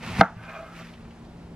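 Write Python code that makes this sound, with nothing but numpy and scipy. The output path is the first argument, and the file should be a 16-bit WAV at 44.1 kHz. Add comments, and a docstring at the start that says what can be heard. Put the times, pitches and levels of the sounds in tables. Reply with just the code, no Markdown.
"""A kitchen knife crunches down through half a cabbage, knocks hard on the wooden board and touches it twice more,
then is drawn back out: its edge rubs the board and hisses past leaves that tick and rustle; the half settles softly.
Crunch and rub are random snaps, coloured or rung through board modes; the knocks are half-sine pushes into them.
An appliance hums under it all; a small stereo microphone clips its peaks and ducks its gain after loud sound."""
import sys
import numpy as np
from scipy import signal
from scipy.fft import rfft, irfft, next_fast_len
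from scipy.io import wavfile
from scipy.ndimage import uniform_filter1d

SR = 44100
rng = np.random.default_rng(int(sys.argv[2]) if len(sys.argv) > 2 else 0)


def transcribe(signal):
    """Save signal, clipped to [-1, 1], as a 16-bit WAV file at the path in sys.argv[1]."""
    frames = np.atleast_2d(signal).T
    limited = np.clip(frames, -1, 1)
    pcm = np.round(limited * 32767).astype(np.int16)
    wavfile.write(sys.argv[1], SR, pcm)


N = 68355

# modes of the wooden board: pitch_hz, struck_db, t60_s, rubbed_db,
# best_s (moment of the draw that rubs the mode best), span_s (for how long)
BOARD_MODES = [(102, -3, 0.057, -47, 0.48, 0.12), (186.5, -1.5, 0.11, -30, .5, 0.24),
               (292, -8.5, 0.09, -36, .5, .3), (466, -8.5, 0.079, -28, 0.3, 0.15),
               (661.3, 2.5, 0.063, 6.5, 0.62, 0.093), (785.7, 5, 0.052, 0, 0.72, 0.32),
               (916, -8.5, 0.14, -5.5, 0.44, 0.068), (1180, -14, 0.17, -1, 0.8, 0.067),
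               (1291, 7, 0.029, 5.5, 0.653, 0.16), (1383, -6, 0.1, -4, 0.73, 0.25),
               (1549, 7.5, 0.025, 0.5, 0.36, 0.6), (1940, -21, 0.02, -17, .6, .3),
               (2100, 2, 0.026, -6.5, .65, 0.39), (2410, -44, 0.027, -2, 0.533, .1)]
SWELL_T60_S = 0.0049   # a mode takes a moment to take up the blow


def amp(db):
    """Decibels to amplitude."""
    return 10 ** (np.asarray(db) / 20)


def unit(x):
    """Scale to an rms of 1."""
    return x / np.sqrt(np.mean(x ** 2) + 1e-20)


def in_time(rows):
    """Draw each column after the first as a curve over the scene, straight between its points."""
    s, *columns = np.transpose(rows)
    return [np.interp(np.arange(N) / SR, s, column) for column in columns]


def at_hz(points, hz):
    """Read a (Hz, dB) curve on a logarithmic frequency axis."""
    point_hz, point_db = np.array(points).T
    return np.interp(np.log(hz), np.log(point_hz + 1), point_db)


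def drift(rate_hz):
    """Slow random wander of rms 1: noise through two equal low-pass poles."""
    step = 40   # samples between slow values
    r = np.exp(-2 * np.pi * rate_hz * step / SR)
    noise = rng.standard_normal(N // step + 2002)
    slow = signal.lfilter([1], [1, -2 * r, r * r], noise)[2000:]   # skip the filter's run-in
    return np.interp(np.arange(N) / step, np.arange(len(slow)), unit(slow))


def ring(x, hz, t60_s):
    """A damped mode: a unit click sets a sine of height 1 ringing."""
    r = amp(-60 / (t60_s * SR))
    w = 2 * np.pi * hz / SR
    return signal.lfilter([0, np.sin(w)], [1, -2 * r * np.cos(w), r * r], x + 1e-18)


def band(x, hz, ratio):
    """Band-pass from hz / ratio to hz * ratio."""
    return signal.sosfilt(signal.butter(2, [hz / ratio, hz * ratio], "band", fs=SR, output="sos"), x)


def highpass(x, hz):
    """Take away the low end."""
    return signal.sosfilt(signal.butter(2, hz, "high", fs=SR, output="sos"), x)


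def grains(per_s, spread_db):
    """Two unrelated streams of random snaps of uneven size."""
    size_db = spread_db * np.minimum(rng.exponential(1, (2, N)), 5)
    snaps = amp(size_db) * rng.standard_normal((2, N))
    return unit(snaps * (rng.random((2, N)) < per_s / SR))


def colour(x, spectrum, patchy_db):
    """Half-octave bands, each with its level and flicker, partly shared; rms 1."""
    out = 0
    together = drift(6.0)
    edges = 22 * 2 ** np.arange(0, 9.6, .5)
    for k, (low, high) in enumerate(zip(edges, edges[1:])):
        part = signal.sosfilt(signal.butter(2, [low, high], "band", fs=SR, output="sos"), x)
        flicker_db = patchy_db * (.6 * together + drift(15))
        level_db = at_hz(spectrum, np.sqrt(low * high)) + flicker_db
        out = out + (-1) ** k * part * amp(level_db)   # neighbours in opposite polarity
    return unit(out)


def cut():
    """Leaves snap densely and set the board sounding; the push makes board and counter shudder."""
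    # the blade goes through the leaves: time_s, crunch_db, shudder_db
    cut_curve = [(0, -53, -43), (.03, -39.5, -41), (.06, -37.5, -43), (.1, -36.5, -38.5), (.15, -36, -34.5),
                 (.18, -32.5, -34), (.197, -29.5, -20), (.209, -27, -30), (.216, -84, -46),
                 (.24, -93.5, -66)]
    # tone of the snapping leaves: pitch_hz, relative level [dB per Hz]
    crunch_spectrum = [(210, -30), (350, -11), (409, -27), (663, 0), (864, -8.5), (949, -2.5), (1740, -10),
                       (2450, -11), (10100, -37.5), (12400, -30), (14500, -52)]
    # tone of the low shudder: pitch_hz, relative level [dB per Hz]
    shudder_spectrum = [(24, -47), (40, -5), (107, 2.5), (210, 4), (259, -36), (300, -14), (400, -16),
                        (520, -34), (880, -120)]
    in_board_db = -5.5   # board against leaves in the crunch

    crunch_db, shudder_db = in_time(cut_curve)
    snaps = grains(9000, 2.1)
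    board = unit(sum(amp(rubbed_db) * unit(ring(snaps, hz, t60_s))
                     for hz, _, t60_s, rubbed_db, _, _ in BOARD_MODES))
    crunch = colour(snaps, crunch_spectrum, 1.0) + amp(in_board_db) * board
    shudder = colour(rng.standard_normal((2, N)), shudder_spectrum, 1.5)
    return amp(crunch_db) * crunch + amp(shudder_db) * shudder


def knocks():
    """Each contact is a half-sine push into the board modes and the room; the first adds a bright crack."""
    # blade on board: start_s, strength_db, contact_ms
    contacts = [(.2098, -7, 0.32), (.2322, -26, 0.16), (.2450, -29, 0.74)]
    radiates_above_hz = 150
    crack_hz, crack_db, crack_t60_s = 4050, -8, 0.011   # level before band-passing

    push = np.zeros(N)
    for start_s, strength_db, contact_ms in contacts:
        length = contact_ms * SR / 1000
        shape = np.sin(np.pi * np.arange(1, length) / length)
        first = int(start_s * SR)
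        push[first:first + len(shape)] += amp(strength_db) * shape / shape.sum()

    board = 0
    swell = 2 * (1 - amp(-60 / (SWELL_T60_S * SR)))   # offsets the gain of the second ring
    for k, (hz, struck_db, t60_s, *_) in enumerate(BOARD_MODES):
        mode = ring(ring(push, hz, t60_s), hz, SWELL_T60_S)
        board = board + (-1) ** k * amp(struck_db) * swell * mode
    board = highpass(board, radiates_above_hz)

    since_s = np.arange(N) / SR - contacts[0][0]
    fade = (since_s > 0) * amp(-60 * np.maximum(since_s, 0) / crack_t60_s)
    burst = rng.standard_normal((2, N)) * fade
    crack = band(band(burst, crack_hz, 1.4), crack_hz, 1.4)
    return board * [[1], [0]] + amp(crack_db) * crack + kitchen(push)   # board in the mid only


def kitchen(push):
    """Rattle and reflections after a blow: noise that dies band by band."""
    # tail of a blow: pitch_hz, level_db, t60_s
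    tail_bands = [(205, -31.5, 0.45), (342, -42, 0.12), (510, -33, 0.18), (770, -17.5, 0.3),
                  (1020, -29, 0.14), (1362, -14.5, 0.28), (2000, -30, .28), (2900, -37, 0.36),
                  (4000, -30.5, 0.29), (6100, -29, 0.42), (9000, -35, .35)]
    t = np.arange(SR // 2) / SR
    tail = 0
    for hz, level_db, t60_s in tail_bands:
        noise = unit(band(rng.standard_normal((2, len(t))), hz, 1.2))
        tail = tail + amp(level_db - 60 * t / t60_s) * noise
    tail = tail * np.minimum(t / 0.0041, 1)   # 4.1 ms fade-in
    return signal.fftconvolve(push[None], tail, axes=1)[:, :N]


def draw_back():
    """The edge rubs the board modes into sounding, other ones as it travels, and hisses past the leaves."""
    # the blade is drawn back: time_s, rub_db (edge on board), hiss_db (steel on leaves)
    draw_curve = [(.33, -88, -75), (.37, -51, -56.5), (.42, -42.5, -53.5), (.5, -40.5, -51.5),
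                  (.55, -40.5, -49.5), (.63, -44.5, -49.5), (.69, -48.5, -51.5), (.725, -48, -50.5),
                  (.77, -53, -43.5), (.815, -40.5, -44.5), (.84, -56, -47), (.9, -54, -53),
                  (.95, -60.5, -57), (.97, -84, -64), (1.12, -69, -63), (1.2, -87, -84)]
    # tone of steel on leaves: pitch_hz, relative level [dB per Hz]
    hiss_spectrum = [(710, -47), (1200, -5.5), (1510, -4), (1570, -6), (2360, -4), (3550, -13.5),
                     (4460, -13.5), (7140, -26), (11600, -30.5), (14500, -33)]
    rub_fade_db = 11   # most that a mode sinks away from its best moment

    rub_db, hiss_db = in_time(draw_curve)
    t = np.arange(N) / SR
    slips = grains(4000, 1.9)
    rub = 0
    for hz, _, t60_s, rubbed_db, best_s, span_s in BOARD_MODES:
        fade_db = rub_fade_db * np.tanh(((t - best_s) / span_s) ** 2 / 2)
        mode = unit(ring(ring(slips, hz, t60_s), hz, SWELL_T60_S))
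        rub = rub + amp(rubbed_db - fade_db) * mode
    hiss = colour(grains(12000, 0.67), hiss_spectrum, 2.3)
    return amp(rub_db) * unit(rub) + amp(hiss_db) * hiss


def ticks():
    """Leaves rustle briefly: puffs of band-passed snaps that rise fast and fade exponentially."""
    # one puff each: peak_s, level_db, centre_hz, fade_ms (time constant)
    puffs = [(0.365, -54, 1500, 8), (0.495, -41, 2260, 11), (.761, -50.5, 2530, 5),
             (.870, -39.5, 2000, 4.3), (0.888, -50, 2430, 6.5), (0.937, -45.5, 2400, 9.5),
             (0.978, -52, 1600, 7.5), (1.047, -54, 2040, 23), (1.108, -49, 2280, 9.6),
             (1.249, -55.5, 3200, 7.1)]
    t = np.arange(N) / SR
    snaps = grains(12000, 1.1)
    out = 0
    for peak_s, level_db, hz, fade_ms in puffs:
        time_constant_s = np.where(t < peak_s, .001, fade_ms / 1000)
        envelope = np.exp(-np.abs(t - peak_s) / time_constant_s)
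        out = out + amp(level_db) * unit(band(snaps, hz, 1.35)) * envelope
    return out


def thump():
    """The cabbage half settles softly: one click rings two low damped modes."""
    # the lower mode: start_s, level_db, pitch_hz, t60_s
    settling = (.367, -31, 113, 0.34)
    start_s, level_db, hz, t60_s = settling
    push = amp(level_db) * (np.arange(N) == int(start_s * SR))
    bump = ring(push, hz, t60_s) + 0.55 * ring(push, 1.6 * hz, t60_s / 2)
    return bump * [[1], [0]]   # mid only


def room_tone():
    """Broad rumble and air, with two wavering appliance tones; the low end swells and sinks."""
    # tone of the room: pitch_hz, relative level [dB per Hz]
    air_spectrum = [(15, -41), (25, -6.5), (63, -4.5), (117, -6), (175, -7.5), (275, -12), (661, -19),
                    (735, -3.5), (862, -22), (1100, -23), (4490, -38), (12700, -53), (14500, -70)]
    # appliance tones: pitch_hz, level_db (about which it wavers)
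    hum_tones = [(168.7, -46.5), (229.9, -51.5)]
    # swell of the low end: time_s, gain_db
    rumble_curve = [(0, -2), (.3, -2.5), (.6, -3), (.9, 0), (.97, -2.5), (1.05, 3.5), (1.16, -2), (1.22, 4),
                    (1.45, 2), (1.55, 3.5)]
    air_db, rumble_below_hz = -43.5, 400
    waver_db, waver_hz = 3, 2.5

    t = np.arange(N) / SR
    tone = amp(air_db) * colour(rng.standard_normal((2, N)), air_spectrum, 0.76)
    for hz, level_db in hum_tones:
        level = amp(level_db + waver_db * drift(waver_hz))
        phase = 2 * np.pi * hz * t + 0.77 * drift(1.4)
        tone = tone + level * np.sqrt(2) * np.sin(phase)
    low = signal.sosfilt(signal.butter(1, rumble_below_hz, fs=SR, output="sos"), tone)
    return tone + (amp(in_time(rumble_curve)[0]) - 1) * low


def ports(pair, side_table, lean):
    """Mid is the first stream; side is partly the same sound a quarter turn late, partly the second stream."""
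    in_step = .62   # share of the side that comes from the spacing of the two ports
    size = next_fast_len(N + 4096)
    mid, other = rfft(pair, size)
    side_gain = amp(at_hz(side_table, np.arange(1, len(mid) + 1) * SR / size))
    side = side_gain * (-(1j + lean) * in_step * mid + np.sqrt(1 - in_step ** 2) * other)
    return irfft(np.array([mid + side, mid - side]), size)[:, :N]


def scene():
    """The knife and cabbage lean a little to the right, over the room tone."""
    # side against mid for knife and cabbage: pitch_hz, side_db
    near_side = [(60, -36), (110, -56), (200, -29), (370, -14), (680, -21), (1250, -16), (2300, -13),
                 (4230, -4), (7760, 1), (14200, 7.5)]
    # side against mid for the room tone: pitch_hz, side_db
    air_side = [(60, -45.5), (110, -36.5), (200, -24.5), (370, -8), (680, -11.5), (1250, -7.5), (2300, -4),
                (4230, -1.5), (7760, -1.5), (14200, 6.5)]
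    near = cut() + knocks() + draw_back() + ticks() + thump()
    return ports(near, near_side, lean=0.32) + ports(room_tone(), air_side, lean=0)


def record(dry):
    """Gain ducks after loud sound and creeps back; peaks clip softly; the top is cut."""
    duck_above_db, duck_ratio = -21, 0.26   # ratio in dB of duck per dB above
    recover_db_per_s, duck_smooth_s = 0.5, .03
    overload, knee = 1.03, 5   # clipping ceiling, hardness of the bend
    cutoff_hz = 15300

    power = uniform_filter1d(np.mean(dry ** 2, axis=0), size=441)   # over 10 ms
    level_db = 10 * np.log10(power + 1e-12)
    slope = recover_db_per_s * np.arange(N) / SR
    wanted_db = duck_ratio * (level_db - duck_above_db)
    # the deepest duck so far holds, less what has been recovered since
    duck_db = np.maximum(np.maximum.accumulate(wanted_db + slope) - slope, 0)
    r = np.exp(-1 / (duck_smooth_s * SR))
    ducked = dry * amp(-signal.lfilter([1 - r], [1, -r], duck_db))
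    clipped = ducked / (1 + np.abs(ducked / overload) ** knee) ** (1 / knee)
    return signal.sosfilt(signal.cheby2(12, 70, cutoff_hz, fs=SR, output="sos"), clipped)


dry = scene()
out = record(dry)
transcribe(out)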